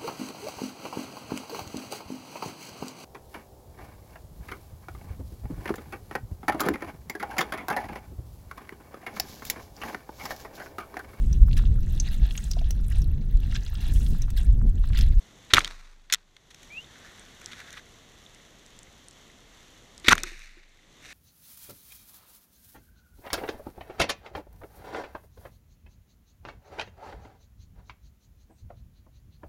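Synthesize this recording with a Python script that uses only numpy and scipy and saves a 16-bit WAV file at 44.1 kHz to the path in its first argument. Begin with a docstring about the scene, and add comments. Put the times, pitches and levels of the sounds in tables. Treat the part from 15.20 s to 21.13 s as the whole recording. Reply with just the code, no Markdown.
"""Spear gun fired twice under water

A camera in a sealed housing rides on a rubber-powered spear gun. Each shot is a rattle of noise scrapes
ringing barrel and housing modes, dull thumps and a slow sine shudder. Grainy friction makes line and rubbers
rustle; a rising tone is a squeaking bubble, fading sines are gulps and small bubbles. Far creatures snap in
bursts of bright noise, and filtered noise makes the sea rumble and hiss in the housing's resonances."""
import sys
import numpy as np
from scipy.fft import rfft, irfft, next_fast_len
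from scipy.io import wavfile
from scipy.ndimage import map_coordinates

SR = 44100
rng = np.random.default_rng(int(sys.argv[2]) if len(sys.argv) > 2 else 0)


def int16_out(signal):
    """Quantize to a 16-bit WAV file."""
    q = np.round(np.clip(np.atleast_2d(signal).T, -1, 1) * 32767)
    wavfile.write(sys.argv[1], SR, q.astype(np.int16))


N = 261513  # length in samples

# Sea rumble and hiss spectra: freq_hz, relative density_db (per Hz)
RUMBLE_SPECTRUM = [(12, -29.5), (20, 3), (75, -4), (206, -6.5), (755, -13.5), (1500, -24.5), (3300, -120)]
HISS_SPECTRUM = [(600, -30.5), (1100, -14.5), (1510, -15.5), (2040, -11), (2400, -17), (3510, -10.5),
                 (4990, -22.5), (6000, -15.5), (6900, -18), (8600, -27), (9100, -22), (11800, -15),
                 (12400, -16), (14900, -24), (15500, -51)]
RUMBLE_DB, HISS_DB = -58.5, -57  # usual rms levels
# The background level dips at a shot, holds, then recovers: start_s, hold_end_s, depth_db
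BACKGROUND_DIPS = [(0.334, 1.037, 12), (4.88, 5.461, 11)]
RECOVERY_DB_PER_S = 29.5
# The background level rises once, then drops back: start_s, top_s, end_s, rise_db
BACKGROUND_RISE = (1.3, 2.3, 2.65, 3)
# Water churned by a shot, heard as extra rumble: start_s, level_db
WASHES = [(.335, -35.5), (4.879, -33.5)]
WASH_FADE_DB_PER_S = 154
# Far creatures snapping: time_s, peak_db, center_hz
SNAPS = [(1.9965, -33.5, 6100), (2.245, -36, 6000), (2.2606, -21.5, 6030), (3.148, -38, 3410),
         (3.464, -38, 6870), (3.591, -33, 3350), (3.6325, -34.5, 6760), (3.8854, -29, 6930),
         (3.9114, -38, 7260), (4.78, -30, 5900), (4.8, -38, 5900), (5.004, -33, 7470), (5.495, -50, 5730),
         (5.742, -50, 7000)]

# Strokes of line and rubbers, one list per dragged part:
# start_s, top_s, dull_level_db at the top, bright_over_dull_db, fade_db_per_s
RUSTLE_STROKES = [
    [(.295, .315, -44, -15.5, 799), (.335, .352, -30.5, -7, 170.5), (.42, .52, -55, -5, 51),
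     (.895, .91, -50, -24, 248.5)],
    [(1.6, 1.87, -54.5, -8, 41), (2.19, 2.31, -55, -10, 92), (2.24, 2.595, -50, -7.5, 2500)],
    [(4.855, 4.875, -24, -13, 2999.5), (4.88, 4.905, -22.5, -7, 452.5), (4.95, 4.99, -44, -9.5, 193),
     (5.03, 5.07, -43, -5.5, 144), (5.14, 5.24, -51.5, -3.5, 255.5), (5.2, 5.3, -59.5, -11.5, 31),
     (5.79, 5.91, -48.5, -3, 15)],
]
# Where each dragged part sounds most: center_hz, width_hz
DRAGGED_PARTS = [(1600, 2600), (1720, 900), (2150, 1500)]
SLIPS_PER_S, SLIP_SIZE = 90, 10  # sudden slips; extra size in ordinary grains
CLUMP_DB = 1.3  # the slowest of three layers of uneven bunching

# Contacts on the gear: time_s, body_db (for modes right at the pitch), pitch_oct (octaves above 1 kHz),
# crack_over_body_db, swell_ms (time scale of the scrape)
KNOCKS = [(0.302, -29.5, 1.4, -23, 7), (0.3354, 3, 1.5, -8.5, 1.75), (0.344, -4.5, 1.6, -2.5, 1.3),
          (0.356, -16.5, 1.2, -17, 2.5), (0.3664, -9.5, 0.96, -12, 2.4), (0.372, -15, 1.1, -12, 2.1),
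          (0.3804, -2, 0.29, -27, 1.5), (0.388, -22.5, 1.8, 2.5, 2.7), (0.4053, -18.5, 1.28, -16, 1.5),
          (0.4454, -16, 2.1, -7, 1.3), (0.456, -27, 1.8, -16, 0.87), (0.4756, -24.5, 1.55, -4.5, 1.1),
          (0.899, -27, 1.37, -11, 1.5), (0.924, -12.5, 1.59, 7.5, 1.83), (0.93, -19, 1.86, 6.5, 1.1),
          (0.9356, -10.5, 1.55, 5, 1.84), (0.944, -13, 1.7, 4.5, 1.22), (0.954, -31, 1.55, -5, 1.3),
          (1.165, -41, 1.55, -4.5, 1.9), (1.302, -43, 1.5, -1, 6), (1.344, -41, 1.35, 3, 1.9),
          (1.429, -43.5, 1.6, 4, 2.3), (2.212, -41.5, 0.8, 2, 3), (2.314, -36, 1.5, -4.5, 5.3),
          (2.332, -32.5, 1.3, -7, 0.95), (2.401, -35.5, 1.3, -0.5, 2), (2.505, -41.5, 1.8, 7, 0.88),
          (2.528, -43, 1.5, 10.5, 0.76), (2.567, -34, 1.2, -9, 8), (4.843, -27, 1.45, -12, 4.6),
          (4.882, 0.8, 1.29, -8.5, 2.4), (4.892, -9.5, 1.64, 0.5, 0.6), (4.905, -14, 0.48, -13, 3.7),
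          (4.9114, -6.5, .6, -10, 2.8), (4.9206, -2.8, 0.38, -11, 1.7), (4.9267, -11, 1.9, 8.5, 0.45),
          (4.9293, 2, 0.32, -28, 0.98), (4.953, -25, 0.34, 4.5, 1.1), (4.979, -21, 1.1, -3, 1.3),
          (5.034, -24.5, 1.8, 14.5, 0.66), (5.037, -25, 0.32, -8, 2.1)]
# Barrel and housing, four groups of modes, the last for the crack: center_hz, width_hz
BODY_MODES = [
    [(1350, 600)],
    [(2050, 1000)],
    [(3550, 1100)],
    [(5500, 1200), (6900, 2000), (8800, 1700), (12500, 2500)],
]
LOSS_DB_PER_OCT = 12.5  # for mode groups away from the knock's pitch

# Jolts of the barrel: time_s, thump_peak_db
JOLTS = [(.334, -18), (.372, -27.5), (4.881, -17.5), (4.92, -21.5)]
# Low modes of the barrel: center_hz, width_hz
THUMP_MODES = [(150, 170), (320, 410)]
KICK_HZ = 84  # the housing's lowest mode
# Shudders of the mount: time_s, start_level_db
SHUDDERS = [(0.3608, -35), (4.904, -34)]
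SHUDDER_HZ = 24.9
# Trapped air gulps and small bubbles: time_s, start_level_db, start_pitch_hz
GULPS = [(0.925, -53.5, 153.4), (.93, -46.5, 372), (4.845, -38.5, 330), (4.959, -53, 392.5),
         (5.035, -36.5, 345), (5.063, -44, 323), (5.118, -47, 328), (5.37, -50.5, 329),
         (1.644, -33.5, 3380), (3.063, -33, 3360), (2.665, -44, 1950), (3.16, -45, 1950),
         (3.2, -43.5, 1910), (3.67, -44, 1950), (4.1, -42, 1900), (5.59, -46, 1900)]
GULP_CYCLES = 30  # starting-pitch cycles to fade 60 dB
GULP_PITCH_RISE = .4  # fraction the pitch gains over that time

# A shrinking bubble: start_s, loudest_s, end_s
SQUEAK_TIMES = (1.505, 1.58, 1.633)
SQUEAK_DB, START_DB, END_DB = -40, -15, -13  # rms at its loudest; both ends relative to that
SQUEAK_HZ, RISE_OCT_PER_S = 2257, 3.6  # first pitch and its climb

# The housing dulls the treble: freq_hz, gain_db
HOUSING_GAIN = [(8000, 1), (12000, -17), (15000, -10), (16200, -33)]
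TOP_HZ = 16800  # band limit


def amp(db):
    """Decibels to gain."""
    return 10 ** (np.asarray(db) / 20)


def unit(x):
    """Scale to rms 1."""
    return x / np.sqrt(np.mean(x ** 2) + 1e-20)


def wobble(rate):
    """A smooth random curve through `rate` random knots a second."""
    knots = rng.standard_normal(int(N * rate / SR) + 4)
    return map_coordinates(knots, [np.arange(N) * rate / SR])


def filtered(x, response):
    """Filter x by a complex response of frequency, padded so that the tail does not wrap."""
    n = x.shape[-1]
    padded = next_fast_len(n + SR // 10)
    spectrum = rfft(x, padded) * response(np.fft.rfftfreq(padded, 1 / SR))
    return irfft(spectrum, padded)[..., :n]


def shaped(points):
    """A gain curve through (freq_hz, gain_db) points on a log frequency axis."""
    freq_hz, gain_db = np.transpose(points)
    return lambda hz: amp(np.interp(np.log(hz + 1), np.log(freq_hz + 1), gain_db))


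def modes(group):
    """Causal resonances, applied twice: once for the sounding source, once for the housing."""
    def response(f):
        total = 0
        for k, (center, width) in enumerate(group):
            resonance = 1j * f * width / (center ** 2 - f * f + 1j * f * width)
            total = total + (-1) ** k * resonance  # alternate signs between neighbours
        return total ** 2
    return response


def add(out, time_s, sound):
    """Mix a sound in at time_s, cut at the end of the scene."""
    part = out[round(time_s * SR):][:len(sound)]
    part += sound[:len(part)]


def fading(start_s, top_s, level_db, fade_db_per_s):
    """A gain that grows linearly from start to top, then fades steadily in dB."""
    t = np.arange(N) / SR
    grow = np.interp(t, [start_s, top_s], [0, 1])
    return grow * amp(level_db - fade_db_per_s * np.maximum(t - top_s, 0))


def background_level():
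    """The background level in dB around its usual: dipping after each shot, raised once."""
    t = np.arange(N) / SR
    *times, rise_db = BACKGROUND_RISE
    level_db = np.interp(t, times, [0, rise_db, 0])
    for start_s, hold_end_s, depth_db in BACKGROUND_DIPS:
        left_db = depth_db - RECOVERY_DB_PER_S * np.maximum(t - hold_end_s, 0)
        level_db = level_db - (t > start_s) * np.maximum(left_db, 0)
    return level_db


def snap(center_hz):
    """A collapsing cavity: a few cycles of bright noise, peak 1."""
    t = np.arange(SR // 200) / SR
    decaying = amp(-60 * t / 0.004) * rng.standard_normal(len(t))
    burst = filtered(decaying, modes([(center_hz, 1.13 * center_hz), (11000, 7000)]))
    return burst / np.abs(burst).max()


def sea():
    """Rumble and hiss drift in level; faint crackle is part of the hiss, the nearest snaps stand out."""
    background_db = background_level()
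    churn = amp(RUMBLE_DB + background_db)
    for start_s, level_db in WASHES:
        churn = churn + fading(start_s, start_s + 0.01, level_db, WASH_FADE_DB_PER_S)
    rumble = unit(filtered(rng.standard_normal(N), shaped(RUMBLE_SPECTRUM)))

    crackle = (rng.random(N) < 70 / SR) * rng.uniform(-24, 24, N)  # about 70 clicks a second
    crackle = filtered(crackle, lambda hz: hz ** 2 / (hz ** 2 + 4000 ** 2))  # far snaps are thin in the bass
    hiss = unit(filtered(rng.standard_normal(N) + crackle, shaped(HISS_SPECTRUM)))
    flicker_db = .8 * wobble(12)

    out = churn * amp(0.4 * wobble(4.1)) * rumble
    out += amp(HISS_DB + background_db + flicker_db) * hiss
    for time_s, peak_db, center_hz in SNAPS:
        add(out, time_s - .0008, amp(peak_db) * snap(center_hz))
    return out


def rustle():
    """Friction comes in uneven grains that sound the dragged part and the upper modes of the gear."""
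    out = np.zeros(N)
    slips = 1 + SLIP_SIZE * (rng.random(N) < SLIPS_PER_S / SR)
    bunching_db = CLUMP_DB * wobble(45) + 1.2 * wobble(70) + 1.8 * wobble(400)
    grains, fine = rng.standard_normal((2, N)) * slips * amp(bunching_db)
    bright = unit(filtered(fine, modes(BODY_MODES[-1])))
    for strokes, part in zip(RUSTLE_STROKES, DRAGGED_PARTS):
        dragged = unit(filtered(grains, modes([part])) + .45 * filtered(grains, modes(BODY_MODES[2])))
        for start_s, top_s, level_db, bright_db, fade_db_per_s in strokes:
            stroke = fading(start_s, top_s, level_db, fade_db_per_s)
            out += stroke * (dragged + amp(bright_db) * bright)
    return out


def knocks():
    """A short noise scrape swells, dies and rings body modes near its pitch; its crack rings the top group."""
    out, t = np.zeros(N), np.arange(SR // 25) / SR
    group_oct = np.log2([group[0][0] / 1000 for group in BODY_MODES[:-1]])
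    for time_s, body_db, pitch_oct, crack_db, swell_ms in KNOCKS:
        u = t / (swell_ms / 1000)
        envelope = u ** 1.1 * np.exp(-.55 * u ** 1.59)
        scrapes = envelope * rng.standard_normal((len(BODY_MODES), len(t)))
        loss_db = LOSS_DB_PER_OCT * np.abs(group_oct - pitch_oct)
        group_db = body_db + np.append(-loss_db, crack_db)
        for scrape, group, gain in zip(scrapes, BODY_MODES, amp(group_db)):
            ring = filtered(scrape, modes(group))
            add(out, time_s - .0003, gain * ring / np.abs(ring).max())
    return out


def recoil():
    """Released rubbers jolt the barrel into dull thumps; the mount shudders for a second; air gulps."""
    out, t = np.zeros(N), np.arange(SR) / SR
    for time_s, peak_db in JOLTS:
        thump = filtered(amp(-60 * t / 0.06) * rng.standard_normal(SR), modes(THUMP_MODES))
        thump /= np.abs(thump).max()
        kick = .8 * amp(-60 * t / 0.081) * np.sin(2 * np.pi * KICK_HZ * t)
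        add(out, time_s, amp(peak_db) * (kick + thump))
    for time_s, level_db in SHUDDERS:
        add(out, time_s, amp(level_db - 60 * t / 1.6) * np.sin(2 * np.pi * SHUDDER_HZ * t))
    for time_s, level_db, pitch_hz in GULPS:
        age = t * pitch_hz / GULP_CYCLES  # 1 when faded by 60 dB
        envelope = amp(level_db - 60 * age) * (1 - np.exp(-t / 0.0007))
        # half the rise in the phase gives the full rise in pitch
        phase = 2 * np.pi * pitch_hz * t * (1 + GULP_PITCH_RISE / 2 * age)
        add(out, time_s, envelope * np.sin(phase))
    return out


def squeak():
    """One slightly unsteady tone that rises as the bubble shrinks."""
    start_s, _, end_s = SQUEAK_TIMES
    t = np.arange(N) / SR
    pitch_hz = SQUEAK_HZ * 2 ** (RISE_OCT_PER_S * np.clip(t - start_s, 0, end_s - start_s))
    level_db = SQUEAK_DB + np.interp(t, SQUEAK_TIMES, [START_DB, 0, END_DB]) + 2.5 * wobble(60)
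    phase = 2 * np.pi * np.cumsum(pitch_hz * (1 + 0.011 * wobble(140))) / SR
    gate = np.interp(t, [start_s - .005, start_s, end_s, end_s + .005], [0, 1, 1, 0])
    return gate * np.sqrt(2) * amp(level_db) * np.sin(phase)  # root 2: level is rms


def scene():
    """Everything reaches one microphone through the housing."""
    mix = sea() + rustle() + knocks() + recoil() + squeak()
    return mix[None]  # one channel


def record(dry):
    """The treble is dulled, peaks flatten softly near full scale, nothing is kept above the band limit."""
    dulled = filtered(dry, shaped(HOUSING_GAIN))
    held = dulled / (1 + np.abs(dulled / .97) ** 6) ** (1 / 6)
    return filtered(held, lambda hz: hz < TOP_HZ)


dry = scene()
out = record(dry)
int16_out(out)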